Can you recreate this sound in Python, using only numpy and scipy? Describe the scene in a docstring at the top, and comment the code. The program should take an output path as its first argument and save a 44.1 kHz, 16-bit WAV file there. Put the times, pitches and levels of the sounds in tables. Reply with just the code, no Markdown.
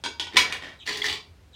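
"""Glass bowls and a steel spatula on a counter in a small, hard-walled kitchen, over a low rumble.
Two bowls clink, each blow a set of ringing modes, a clack and a thud of the counter.
A large bowl knocks down hard, slides and settles. A small bird chirps outside.
The spatula clatters and scrapes on glass in tiny slips, squeaking once. The bird chirps again."""
import sys
import numpy as np
from scipy import signal
from scipy.fft import rfft, irfft
from scipy.io import wavfile
from scipy.ndimage import uniform_filter1d, minimum_filter1d

SR = 44100
rng = np.random.default_rng(int(sys.argv[2]) if len(sys.argv) > 2 else 0)


def materialize(psi):
    """Save the field psi as 16-bit PCM at rate SR to the path in sys.argv[1].

    A 1-D psi becomes a single channel; in a 2-D psi each row is a channel.
    """
    bounded = np.clip(np.atleast_2d(psi).T, -1, 1)
    quanta = np.round(bounded * 32767).astype(np.int16)
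    wavfile.write(sys.argv[1], SR, quanta)


N = 68355
T = np.arange(N) / SR
CONTACT_ATTACK_S = 0.00038

# start_s, level_db, tilt_db_per_octave, thud_db, direct_db
LARGE_BOWL_HITS = [(0.3684, 3.4, 0, -13.5, 0), (0.3724, 0.11, 1, -25.5, -0.55)]
RIM_TAPS = [(0.3335, -30, -3, 15, 2), (0.3440, -24, -6.5, 19.5, -0.5), (0.5237, -12, -1, -4, 1.4)]
# pitch_hz, level_db, t60_s
LARGE_BOWL_MODES = [(1008, -23, .08), (1476, -29, .16), (1744, -28, .1), (1825, -27, .15), (1946, -21, .13),
                    (2247, -24, .11), (2289, -22, .1), (2462, -24, .12), (2862, -27, .1), (3298, -22, .13),
                    (3640, -22, .07), (3950, -26, .09)]
# freq_hz, density_db
LARGE_BOWL_CLACK = [(300, -30.5), (720, -40.5), (1020, -6), (1250, -12.5), (2100, -2), (3500, -1.5),
                    (5200, -5.5), (6500, -13), (9000, -16.5), (11000, -23.5), (16000, -34)]
LARGE_BOWL_RUB = [(170, -9), (450, -10), (780, 0), (1250, -11), (1900, 6), (2600, -9), (3300, -2.5),
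                  (5200, -13.5), (9000, -30.5), (16000, -46.5)]
# time_s, level_db
LARGE_BOWL_SLIDE = [(0.32, -38), (0.338, -36), (0.365, -25.5), (0.40, -38), (0.44, -36.5), (0.55, -37.5),
                    (0.605, -62), (0.625, -34.5), (0.69, -46), (0.74, -57.5), (0.77, -82)]


def large_bowl():
    """The large bowl lands, is touched lightly on the rim and drags on the counter."""
    landing = blows(LARGE_BOWL_HITS, LARGE_BOWL_MODES, LARGE_BOWL_CLACK)
    taps = blows(RIM_TAPS, LARGE_BOWL_MODES, LARGE_BOWL_CLACK, ring_db=0.5)
    return landing + taps + slide(LARGE_BOWL_SLIDE, LARGE_BOWL_MODES, LARGE_BOWL_RUB, ring_db=-10)


# pitch_hz, level_db, t60_s
KNOCK_MODES = [(1041, -19, 0.053), (2000, -9, 0.017), (2300, -6.5, 0.016), (3520, 2, 0.0099),
               (5490, -11.5, .012)]


def knock():
    """Heavily damped modes of the large bowl as it lands, heard at close range."""
    out = np.zeros(N)
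    ring = sum(from_db(db) * np.sin(2 * np.pi * hz * T) * decay(t60) for hz, db, t60 in KNOCK_MODES)
    ring *= onset(CONTACT_ATTACK_S)
    for start_s, level_db, *_ in LARGE_BOWL_HITS:
        add(out, start_s, from_db(level_db) * ring)
    return out


# start_s, level_db, tilt_db_per_octave, thud_db, direct_db
SMALL_BOWL_HITS = [(0.0380, -9, -0.5, 1.5, -5), (0.0600, -22.5, -1, 3, 9)]
MIDDLE_BOWL_HITS = [(0.1970, -9.5, -0.068, -6, -0.9), (0.2690, -26.5, -1, 2.5, 1.3)]
# pitch_hz, level_db, t60_s
SMALL_BOWL_MODES = [(947, -19, .1), (1470, -26, .12), (1529, -23, .15), (2277, -21, .12), (3257, -21, .13),
                    (3305, -21, .13), (4032, -26, .14), (4867, -26, .16), (6627, -31, .15),
                    (8900, -27, .05)]
MIDDLE_BOWL_MODES = [(850, -28, .1), (958, -24, .09), (1475, -28, .14), (1830, -30, .13), (1930, -28, .1),
                     (2280, -27, .11), (2385, -29, .12), (3348, -18.5, .115), (3694, -19, .08),
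                     (4550, -26, .08), (5400, -28, .06)]
# freq_hz, density_db
CLINK_CLACK = [(200, -24), (600, -17), (900, 1.5), (1200, -18), (1800, -5), (2700, -1), (3400, 1),
               (5200, -6.5), (7000, -11.5), (9000, -20.5), (11000, -29), (16000, -40)]


def clinks():
    """Two smaller bowls each ring from a blow and a lighter second touch."""
    small = blows(SMALL_BOWL_HITS, SMALL_BOWL_MODES, CLINK_CLACK)
    return small + blows(MIDDLE_BOWL_HITS, MIDDLE_BOWL_MODES, CLINK_CLACK, ring_db=2.5)


# start_s, level_db, tilt_db_per_octave, thud_db, direct_db
SPATULA_HITS = [(0.8745, -8, 0, -5.5, -2), (0.8819, -13, -3, -7, -4), (0.9535, -22, -4, -7, 0),
                (0.9722, -18, 4.5, -1, 1.5), (0.9845, -22.5, -4.5, -2, -4), (1.0420, -16, 1.5, -28, 5),
                (1.0490, -14.5, 1.5, -30, -2), (1.0630, -23, 2.5, 2.5, 12.5)]
# pitch_hz, level_db, t60_s
BLADE_MODES = [(420, -26, .12), (1030, -27, .08), (1826, -27, .07), (1944, -22, .07)]
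SCRAPED_BOWL_MODES = [(2880, -30, .16), (3197, -26, .19), (3328, -28, .22), (3415, -26, .22),
                      (3962, -31, .22), (4409, -31, .2), (4745, -31, .22), (5380, -31, .18)]
# freq_hz, density_db
SPATULA_CLACK = [(200, -12), (600, -15), (1000, -1.5), (1300, -20.5), (1900, 11.5), (2500, -9),
                 (3400, -12.5), (5200, -3), (7000, -14.5), (11000, -26.5), (16000, -36)]
SPATULA_RUB = [(180, -15.5), (400, -3.5), (550, -21), (750, -3.5), (1250, -10.5), (2000, -3), (3400, 4.5),
               (5000, -6), (8000, -13), (10000, -25.5), (16000, -30.5)]
# time_s, level_db
SPATULA_SLIDE = [(0.856, -49), (0.864, -35.5), (0.94, -33.5), (0.985, -39), (1.01, -32), (1.04, -28),
                 (1.075, -31), (1.10, -26.5), (1.135, -37), (1.15, -58.5), (1.17, -77)]


def spatula():
    """The blade strikes and scrapes a bowl; steel and glass ring together."""
    modes = BLADE_MODES + SCRAPED_BOWL_MODES
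    clatter = blows(SPATULA_HITS, modes, SPATULA_CLACK)
    return clatter + slide(SPATULA_SLIDE, modes, SPATULA_RUB, ring_db=-5)


# pitch_hz, level_db
SQUEAK_MODES = [(2075, -21.5), (3330, -19.5)]


def squeak(start_s=1.0172, length_s=0.0097, room_db=-18):
    """The blade catches on the glass: stick-slip drives two of its modes. Rows: direct, room feed."""
    t, out = T[T < length_s], np.zeros(N)
    tones = sum(from_db(db) * np.sin(2 * np.pi * hz * t) for hz, db in SQUEAK_MODES)
    add(out, start_s, tones * signal.windows.tukey(len(t), .5))
    return np.array([out, from_db(room_db) * out])


# freq_hz, density_db
COUNTER_THUD = [(50, -17.5), (120, -14), (270, 1.5), (400, 3), (650, -13.5), (1200, -19), (4000, -46.5)]


def contact(modes, clack_spectrum, tilt_db, thud_db, ring_db):
    """One blow: modes of random strength, a clack of dense fast-dying modes, the counter's thud."""
    size = SR // 2
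    out = np.zeros(size)
    for hz, db, t60 in modes:
        mode_db = 5 + ring_db + db + rng.normal(0, 2)
        gain = rng.choice([-1, 1]) * from_db(mode_db) * tilt(hz, tilt_db)
        out += gain * np.cos(2 * np.pi * hz * T[:size]) * decay(t60, size)
    clack = noise(clack_spectrum, tilt_db, size=2048) * decay(t60_s=0.031, size=2048)
    thud = noise(COUNTER_THUD, size=4096) * decay(t60_s=0.095, size=4096)
    thud *= onset(attack_s=0.0004, size=4096)
    add(out, 0, from_db(-2) * clack)
    add(out, 0, from_db(thud_db - 20.5) * thud)
    return from_db(-6) * out * onset(CONTACT_ATTACK_S, size)


def blows(hits, modes, clack_spectrum, ring_db=0):
    """All blows on one body. Rows: direct, room feed."""
    direct, room_feed = np.zeros(N), np.zeros(N)
    for start_s, level_db, tilt_db, thud_db, direct_db in hits:
        blow = from_db(level_db) * contact(modes, clack_spectrum, tilt_db, thud_db, ring_db)
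        add(direct, start_s, from_db(direct_db) * blow)
        add(room_feed, start_s, blow)
    return np.array([direct, room_feed])


def slide(level_curve, modes, rub_spectrum, ring_db, points=4, slips_per_s=500, spread_db=6.5):
    """Tiny slips at several contact points excite a dragged body; pressure weakens its ring."""
    level = from_db(np.interp(T, *np.transpose(level_curve), left=-200, right=-200))
    out = np.zeros(N)
    for _ in range(points):
        slipping = rng.random(N) < slips_per_s / points / SR
        slips = slipping * from_db(rng.normal(0, spread_db, N)) * rng.choice([-1, 1], N)
        body = contact(modes, rub_spectrum, tilt_db=0, thud_db=-12.5, ring_db=ring_db)
        out += excite(body, unit_rms(slips) * level)
    return out / np.sqrt(points)


# start_s, level_db
CHIRPS = [(0.786, -47), (1.528, -48.5)]
# time_s, pitch_hz, level_db
CHIRP_SHAPE = [(0, 3840, -20), (0.005, 3918, 8), (0.013, 3650, 7.5), (0.016, 3230, 14), (0.025, 2750, 0),
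               (0.033, 2430, 6)]


def bird(octave_db=-21, direct_db=-8.5):
    """Falling whistles with a faint octave, heard mostly off the walls. Rows: direct, room feed."""
    time_s, hz, db = np.transpose(CHIRP_SHAPE)
    t, out = T[T < time_s[-1]], np.zeros(N)
    phase = 2 * np.pi * np.cumsum(np.interp(t, time_s, hz)) / SR
    whistle = np.sin(phase) + from_db(octave_db) * np.sin(2 * phase)
    chirp = from_db(np.interp(t, time_s, db)) * whistle
    for start_s, level_db in CHIRPS:
        add(out, start_s, from_db(level_db) * chirp)
    return np.array([from_db(direct_db) * out, out])


# freq_hz, t60_s
ROOM_DECAY = [(200, 0.37), (700, 0.3), (2000, 0.27), (5000, 0.26), (13000, 0.17)]


def kitchen(room_feed):
    """Diffuse reverberation of even colour that builds in a few ms and dies sooner in the treble."""
    hz = np.fft.rfftfreq(N, 1 / SR)
    white, tail = rfft(rng.standard_normal(N)), np.zeros(N)
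    edges_hz = np.geomspace(40, 20000, 13)
    for low, high in zip(edges_hz, edges_hz[1:]):
        band = irfft(white * (hz >= low) * (hz < high), N)
        tail += band * decay(at_hz(ROOM_DECAY, np.sqrt(low * high)))
    spectrum = rfft(tail * onset(attack_s=0.0054))
    power = uniform_filter1d(np.abs(spectrum) ** 2, size=61)
    even_tail = irfft(spectrum / np.sqrt(power + .02 * power.mean()), N)[:SR // 2]
    return excite(even_tail, room_feed)


# freq_hz, density_db
RUMBLE_SPECTRUM = [(25, -33.5), (45, -12.5), (65, -5), (85, 0.5), (105, -13), (300, -20.5), (600, -26),
                   (1500, -31.5), (4000, -35), (16000, -51.5)]
# peak_s, level_db
SWELLS = [(0.395, -41), (1.115, -43), (1.315, -47.5), (1.444, -45.5)]


def rumble(level_db=-54, swell_hz=83.8, swell_width_s=0.02):
    """Low noise with faint hiss and a few soft swells."""
    out = from_db(level_db) * noise(RUMBLE_SPECTRUM)
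    for peak_s, db in SWELLS:
        envelope = from_db(db) * np.exp(-((T - peak_s) / swell_width_s) ** 2)
        out += envelope * np.sin(2 * np.pi * (swell_hz * T + rng.random()))
    return out


def from_db(db):
    return 10 ** (np.asarray(db) / 20)


def unit_rms(x):
    return x / np.sqrt(np.mean(x ** 2) + 1e-20)


def at_hz(table, hz):
    """Table lookup on a log-frequency axis."""
    freqs_hz, values = np.transpose(table)
    return np.interp(np.log(hz + 1), np.log(freqs_hz), values)


def tilt(hz, db_per_octave):
    """Gain of a slope about 3 kHz, flat below 500 Hz."""
    return from_db(db_per_octave * np.log2(np.maximum(hz, 500) / 3000))


def noise(spectrum, tilt_db=0, size=N):
    """Coloured noise, rms 1."""
    hz = np.fft.rfftfreq(size, 1 / SR)
    phases = np.exp(2j * np.pi * rng.random(len(hz)))
    return unit_rms(irfft(phases * from_db(at_hz(spectrum, hz)) * tilt(hz, tilt_db), size))


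def onset(attack_s, size=N):
    return 1 - np.exp(-(T[:size] / attack_s) ** 2)


def decay(t60_s, size=N):
    return np.exp(-np.log(1000) * T[:size] / t60_s)


def add(out, start_s, x):
    i = int(start_s * SR)
    out[i:i + len(x)] += x[:N - i]


def excite(response, drive):
    """Convolution with the response scaled to unit energy."""
    return signal.fftconvolve(drive, response / np.linalg.norm(response))[:N]


def scene():
    """Direct sound, reverberation and rumble, alike in both channels."""
    direct, room_feed = clinks() + large_bowl() + spatula() + squeak() + bird()
    mono = from_db(-3) * (direct + knock() + kitchen(room_feed)) + rumble()
    return np.array([mono, mono])


def record(dry):
    """Low cut, fast peak limiter, steep high cut."""
    low_cut = signal.butter(2, 42, "high", fs=SR, output="sos")
    high_cut = signal.ellip(10, .1, 80, 15900, fs=SR, output="sos")
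    ceiling, hold_samples = 0.92, int(0.0029 * SR)
    filtered = signal.sosfilt(low_cut, dry)
    gain = ceiling / np.maximum(np.abs(filtered).max(axis=0), ceiling)
    gain = uniform_filter1d(minimum_filter1d(gain, hold_samples), hold_samples)
    return signal.sosfilt(high_cut, filtered * gain)


dry = scene()
out = record(dry)
materialize(out)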